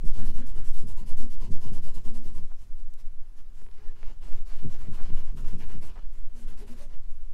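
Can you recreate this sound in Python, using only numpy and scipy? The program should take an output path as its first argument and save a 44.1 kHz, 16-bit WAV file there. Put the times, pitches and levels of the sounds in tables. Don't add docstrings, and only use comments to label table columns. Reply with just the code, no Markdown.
import sys
import numpy as np
from scipy import signal
from scipy.fft import rfft, irfft
from scipy.io import wavfile

SR = 44100
rng = np.random.default_rng(int(sys.argv[2]) if len(sys.argv) > 2 else 0)


def inscribe(sig):
    pcm = np.round(np.clip(np.atleast_2d(sig).T, -1, 1) * 32767)
    wavfile.write(sys.argv[1], SR, pcm.astype(np.int16))


N = 323253
TIME = np.arange(N) / SR


def from_db(db):
    return 10 ** (np.asarray(db) / 20)


def unit_rms(x):
    return x / np.sqrt(np.mean(x ** 2) + 1e-20)


def in_time(rows):
    return np.interp(TIME, *np.transpose(rows))


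def butter(x, hz, kind="low", order=2):
    return signal.sosfilt(signal.butter(order, hz, kind, fs=SR, output="sos"), x)


def colour(x, spectrum):
    hz, db = np.transpose(spectrum)
    bins = np.maximum(np.fft.rfftfreq(N, 1 / SR), 1)
    gain = from_db(np.interp(np.log(bins), np.log(hz), db))
    return unit_rms(irfft(rfft(x) * gain, N))


def drift(per_s):
    points = rng.standard_normal(N // 10)
    return np.interp(TIME * per_s, np.arange(len(points)), points)


def waver(swing_db, per_s):
    return from_db(swing_db * np.tanh(drift(per_s)))


def snags(per_s, spread_db=0):
    sizes = from_db(spread_db * np.minimum(rng.exponential(1, N), 4))
    signs = rng.choice([-1, 1], N)
    return unit_rms(sizes * signs * (rng.random(N) < per_s / SR))


def swell(start, length, skew):
    speed = np.zeros(N)
    during = slice(*np.searchsorted(TIME, [start, start + length]))
    progress = (TIME[during] - start) / length
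    speed[during] = np.abs(np.sin(np.pi * progress ** skew))
    return speed


# (frequency [Hz], relative level [dB])
ROOM_SPECTRUM = [(60, 2), (110, -7.5), (180, -8.5), (240, -10.5), (330, -16), (900, -20), (1400, -24),
                 (3000, -30.5), (10000, -38.5), (15500, -41)]


def room_tone(level_db):
    return from_db(level_db) * colour(rng.standard_normal(N), ROOM_SPECTRUM)


# (time [s], relative level [dB])
DRAUGHT_LEVEL = [(0.05, -30.5), (2.5, -35), (3.4, -44.5), (4.1, -36.5), (5.3, -30.5), (6.1, -37),
                 (7.28, -37.5)]
# (frequency [Hz], relative level [dB])
EDDY_SPECTRUM = [(8, 13.5), (20, 0), (39, -18), (64, -24.5), (120, -39), (300, -101)]


def fanned_air(push, smooth_hz, eddies_db, gust_db):
    wave = signal.sosfiltfilt(signal.butter(2, smooth_hz, fs=SR, output="sos"), push)
    effort = np.abs(push) / np.abs(push).max()
    eddies = colour(rng.standard_normal(N), EDDY_SPECTRUM)
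    return wave + from_db(in_time(DRAUGHT_LEVEL) + eddies_db + gust_db * effort) * eddies


def ring(x, hz, t60):
    radius, angle = from_db(-60 / (t60 * SR)), 2 * np.pi * hz / SR
    return signal.lfilter([0, np.sin(angle)], [1, -2 * radius * np.cos(angle), radius ** 2], x + 1e-18)


# (frequency [Hz], relative level [dB], t60 before hand damping [s])
CHAIR_MODES = [(82.7, -1, 0.44), (104.7, -1.5, 0.47), (138, -2.5, 0.37), (190, -0.5, 0.16),
               (231.9, -3, 0.22), (274, -5.5, 0.11), (333, -7, 0.15), (372.7, -5, 0.13), (455, -8.5, 0.12),
               (586, -12, 0.094), (660, -9, 0.062), (868, -9, 0.04), (1020.5, -9.5, 0.086),
               (1074, -16, 0.076), (2833, -16.5, 0.035), (2968, -18.5, 0.067), (4346, -18.5, 0.037),
               (5000, -21, 0.072)]


def chair(force, damping=1, wander_db=0):
    out = 0
    for k, (hz, db, t60) in enumerate(CHAIR_MODES):
        coupling = waver(wander_db, per_s=14) if wander_db else 1
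        out += (-1) ** k * from_db(db) * ring(force * coupling, hz, t60 / damping)
    return out


# (time [s], relative level [dB])
SHAKE_LEVEL = [(0.0, -54), (0.77, -61), (2.27, -54), (2.53, -64.5), (3.2, -71.5), (4.99, -64.5),
               (5.74, -60), (6.04, -69), (6.5, -63.5), (7.28, -69.5)]


def judder(speed, gain_db, soft_hz, resting_drag):
    drag = snags(per_s=1000) * waver(7.5, per_s=40) * (resting_drag + np.sqrt(speed))
    return from_db(in_time(SHAKE_LEVEL) + gain_db) * unit_rms(chair(butter(drag, soft_hz)))


# (time [s], relative force [dB])
ROCKINGS = [(0.03, -36), (0.19, -38), (0.826, -37.5), (1.003, -42.5), (1.495, -33.5), (1.708, -35.5),
            (2.385, -44), (4.637, -30.5), (4.874, -35.5), (5.093, -36.5), (5.336, -39.5), (5.528, -34.5),
            (5.743, -39.5)]


def bumps(gain_db, band_hz, gap_s, lead_db, rebound_db, contacts=6):
    force = np.zeros(N)
    contact_db = np.append(lead_db, rebound_db * np.arange(contacts - 1))
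    for knock_s, db in ROCKINGS:
        elapsed = gap_s * np.cumsum(rng.uniform(0.559, 1.5, contacts))
        times = np.maximum(knock_s + elapsed - elapsed[1], 0)
        force[(times * SR).astype(int)] += from_db(db + contact_db)
    return from_db(gain_db) * chair(butter(force, band_hz, "band"), damping=3.8)


# (start [s], length [s], relative hiss [dB], relative scrape [dB])
WAD_BOUT = [(0.042, 0.11, -56, -66), (0.125, 0.14, -56, -56.5), (0.24, 0.11, -53.5, -58.5),
            (0.33, 0.13, -57, -58.5), (0.45, 0.11, -58, -60.5), (0.538, 0.095, -63, -57),
            (0.636, 0.12, -55.5, -65), (0.723, 0.16, -55.5, -60.5), (0.862, 0.11, -56.5, -61),
            (0.953, 0.11, -59, -58), (1.054, 0.12, -56, -59), (1.159, 0.14, -52.5, -60.5),
            (1.293, 0.1, -55.5, -63), (1.395, 0.11, -59.5, -54), (1.503, 0.11, -56.5, -60.5),
            (1.6, 0.13, -57.5, -52.5), (1.718, 0.11, -54.5, -59), (1.814, 0.14, -56, -59.5),
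            (1.931, 0.089, -56.5, -58), (2.034, 0.1, -59, -55.5), (2.129, 0.097, -57, -58),
            (2.234, 0.097, -58, -58.5), (2.336, 0.089, -59.5, -59)]
FINGERTIP_BOUT = [(4.203, 0.18, -64, -58), (4.302, 0.16, -65.5, -62.5), (4.449, 0.16, -62.5, -58.0),
                  (4.545, 0.14, -65.5, -58), (4.685, 0.12, -61, -54.5), (4.774, 0.15, -62, -55.5),
                  (4.908, 0.14, -60.5, -56), (4.997, 0.18, -63, -56), (5.151, 0.11, -60.5, -56.5),
                  (5.234, 0.11, -68, -59.5), (5.357, 0.11, -59.5, -56.5), (5.433, 0.17, -63, -54.5),
                  (5.575, 0.12, -60.5, -54.5), (5.672, 0.14, -63.5, -56), (5.804, 0.14, -58.5, -55.5)]
FINISH_BOUT = [(6.335, 0.17, -63.5, -60.5), (6.462, 0.11, -61, -58.5), (6.56, 0.11, -59.5, -58.5),
               (6.657, 0.13, -60.5, -57.5), (6.755, 0.14, -59, -60)]


def strokes(hiss_power, scrape_power, air_lag_s):
    hiss, scrape, push = np.zeros((3, N))

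    def rub(bout, push_db, hiss_skew, scrape_skew):
        for k, (start, length, hiss_db, scrape_db) in enumerate(bout):
            hiss[:] += from_db(hiss_db) * np.tanh(2 * swell(start, length, hiss_skew) ** hiss_power)
            scrape[:] += from_db(scrape_db) * np.tanh(2 * swell(start, length, scrape_skew) ** scrape_power)
            push[:] += (-1) ** k * from_db(push_db) * swell(start + air_lag_s, length, skew=0.79) ** 2

    rub(WAD_BOUT, push_db=-10.5, hiss_skew=0.56, scrape_skew=0.77)
    rub(FINGERTIP_BOUT, push_db=-28, hiss_skew=0.54, scrape_skew=0.66)
    rub(FINISH_BOUT, push_db=-23.5, hiss_skew=0.68, scrape_skew=0.69)
    return hiss, scrape, push


def patches(x, low_hz, high_hz):
    for hz in np.geomspace(low_hz, high_hz, 20):
        band = signal.lfilter(*signal.iirpeak(hz, Q=12, fs=SR), x)
        x = x + (waver(4, per_s=24) - 1) * band
    return unit_rms(x)


def folds(x, split_hz, tilt_db):
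    low = butter(x, split_hz, order=1)
    tilt = waver(tilt_db, per_s=13)
    return unit_rms(low / tilt + (x - low) * tilt)


def ringing_leg(threads, bend_share):
    modes = chair(threads, damping=1.5, wander_db=2.5)
    bent_time = TIME + np.cumsum(bend_share * drift(per_s=25)) / SR
    bent = np.interp(bent_time, TIME, modes)
    return unit_rms(butter(bent, 650, "high"))


# (frequency [Hz], relative level [dB])
FIBRE_SPECTRUM = [(1000, -8.5), (2200, -4.5), (3500, -4.5), (5000, -2), (7500, -2.5), (10000, -4.5),
                  (12300, -6.5), (14000, -13.5), (16000, -20)]
THREAD_SPECTRUM = [(200, 8.5), (450, 4), (800, -2), (1350, -1), (2400, -4.5), (2900, -4), (3600, -9),
                   (6000, -14), (15000, -41)]
# (time [s], relative weight [dB])
PALM_WEIGHT = [(0, 1.5), (1.3, 1.5), (2.15, 1.5), (3.5, -1.5)]


def rag(hiss, scrape, hiss_db, scrape_db, wood_db, creep_db):
    creep = from_db(in_time(SHAKE_LEVEL) / 2 + creep_db)
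    weave = patches(colour(snags(per_s=12000), FIBRE_SPECTRUM), low_hz=1740, high_hz=11230)
    fibres = folds(weave, split_hz=4600, tilt_db=1.5) * waver(1.5, per_s=150)
    threads = snags(per_s=5000, spread_db=1.5) * waver(3.5, per_s=110)
    wood = ringing_leg(threads, bend_share=0.014)
    rasp = patches(colour(threads, THREAD_SPECTRUM), low_hz=595, high_hz=4520)
    palm = from_db(in_time(PALM_WEIGHT))
    hissing = from_db(hiss_db) * np.hypot(hiss, 0.87 * creep) * fibres
    scraping = from_db(scrape_db) / palm * np.hypot(scrape, creep) * rasp
    ringing = from_db(wood_db) * palm ** 2 * scrape * wood
    return hissing + scraping + ringing


# (delay [s], gain [dB])
REFLECTIONS = [(.0053, -22), (.0092, -12.5), (0.0176, -12)]


def near_echoes(x):
    return x + sum(from_db(db) * np.interp(TIME - delay, TIME, x, left=0) for delay, db in REFLECTIONS)


# (start [s], length [s], slip rate [Hz], relative level [dB])
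SLIP_RUNS = [(0.156, 0.27, 222, -50.5), (0.38, 0.1, 236, -44.5), (1.192, 0.12, 237, -46),
             (1.857, 0.064, 595, -56), (2.049, 0.4, 230, -54), (3.775, 0.23, 410, -65),
             (6.317, 0.31, 235, -61), (6.608, 0.067, 405, -53), (6.683, 0.1, 250, -51),
             (6.795, 0.086, 575, -57.5)]


def groans(gain_db, overtone_db, jitter, rough_db):
    out = np.zeros(N)
    for start, length, hz, db in SLIP_RUNS:
        phase = 2 * np.pi * hz * np.cumsum(1 + jitter * drift(hz)) / SR
        tone = np.sin(phase) + from_db(overtone_db) * np.sin(2 * phase)
        slips = tone * waver(rough_db, per_s=hz / 2)
        out += from_db(db + gain_db) * swell(start, length, skew=0.49) * slips
    return out


# (start [s], level [dB])
CATCHES = [(0.175, -54.5), (2.495, -63.5), (4.975, -54), (5.952, -54)]


def scuffs(band_hz, length_s):
    coarse = unit_rms(butter(snags(per_s=750, spread_db=3.5), band_hz, "band"))
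    return coarse * sum(from_db(db) * swell(start, length_s, skew=0.55) for start, db in CATCHES)


# (start [s], length [s], pitch [Hz], width [Hz], relative level [dB])
VARNISH_SQUEAKS = [(0.178, 0.11, 1650, 500, -60.5), (0.358, 0.13, 1620, 445, -63.5),
                   (0.534, 0.19, 1390, 600, -65), (3.785, 0.19, 1690, 300, -74),
                   (3.873, 0.04, 1727, 25, -66)]


def squeaks(gain_db, upper_ratio, upper_db):
    out = np.zeros(N)
    for start, length, hz, width_hz, db in VARNISH_SQUEAKS:
        chatter = rng.standard_normal(N)
        main, upper = (unit_rms(signal.lfilter(*signal.iirpeak(f, f / width_hz, fs=SR), chatter))
                       for f in (hz, hz * upper_ratio))
        squeak = main + from_db(upper_db) * upper
        out += from_db(db + gain_db) * swell(start, length, skew=0.81) * squeak
    return out


# (time [s], pulse peak [dB], centre [Hz], knock against pulse [dB])
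WOOD_TAPS = [(1.402, -52, 1240, 0.5), (2.939, -39, 7700, -30), (3.616, -50, 610, -3), (3.665, -47, 845, -6),
             (3.687, -51, 850, -2), (3.714, -51.5, 1500, -7), (4.031, -36, 820, -13),
             (4.284, -43, 280, -39), (4.764, -44, 900, -14), (5.001, -44, 900, -6), (5.698, -48.5, 800, 1),
             (5.978, -42.5, 595, -6)]


def taps(band_ratio, damping):
    out, blow = np.zeros(N), signal.unit_impulse(4000)
    for start, db, hz, knock_db in WOOD_TAPS:
        pulse = butter(blow, [hz / band_ratio, min(hz * band_ratio, SR / 3)], "band", order=3)
        knock = chair(pulse, damping)
        tap = pulse / np.abs(pulse).max() + from_db(knock_db) * knock / np.abs(knock).max()
        out[int(start * SR):][:len(tap)] += from_db(db) * tap
    return out


# (start [s], length [s], relative hiss [dB], relative scrape [dB])
LIGHT_BRUSHES = [(2.559, 0.12, -66, -76), (2.773, 0.044, -67.5, -68.5), (2.974, 0.054, -61.5, -66),
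                 (3.352, 0.083, -67, -64.5), (3.53, 0.15, -66.5, -67), (3.66, 0.34, -74.5, -65.5),
                 (3.951, 0.21, -67.5, -58.5), (5.863, 0.23, -76, -63), (6.076, 0.18, -70, -68),
                 (6.88, 0.1, -73, -62), (7.053, 0.14, -75, -72)]


def brushes(skew):
    hiss, scrape = np.zeros((2, N))
    for start, length, hiss_db, scrape_db in LIGHT_BRUSHES:
        speed = swell(start, length, skew)
        hiss += from_db(hiss_db) * speed
        scrape += from_db(scrape_db) * speed
    return hiss, scrape


def scene():
    hiss, scrape, push = strokes(hiss_power=3.26, scrape_power=2.58, air_lag_s=0.01)
    light_hiss, light_scrape = brushes(skew=0.97)
    cloth = rag(hiss + light_hiss, scrape + light_scrape,
                hiss_db=-2.5, scrape_db=-2, wood_db=-3, creep_db=-39.5)
    frame = judder(scrape / scrape.max(), gain_db=7, soft_hz=434, resting_drag=0.21)
    frame += bumps(gain_db=4.5, band_hz=(112.7, 364), gap_s=0.014, lead_db=-9.5, rebound_db=-2.5)
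    cloth += groans(gain_db=4, overtone_db=-15, jitter=0.1, rough_db=3.5)
    cloth += squeaks(gain_db=0.5, upper_ratio=1.9, upper_db=-18)
    handling = taps(band_ratio=2.98, damping=7) + scuffs(band_hz=(510, 1320), length_s=0.053)
    room = room_tone(level_db=-62.5)
    air = fanned_air(push, smooth_hz=31.3, eddies_db=15, gust_db=-1)
    return (near_echoes(cloth) + frame + handling + room + air)[None]


def record(dry):
    return signal.sosfilt(signal.ellip(10, .1, 80, 15700, fs=SR, output="sos"), dry)


dry = scene()
out = record(dry)
inscribe(out)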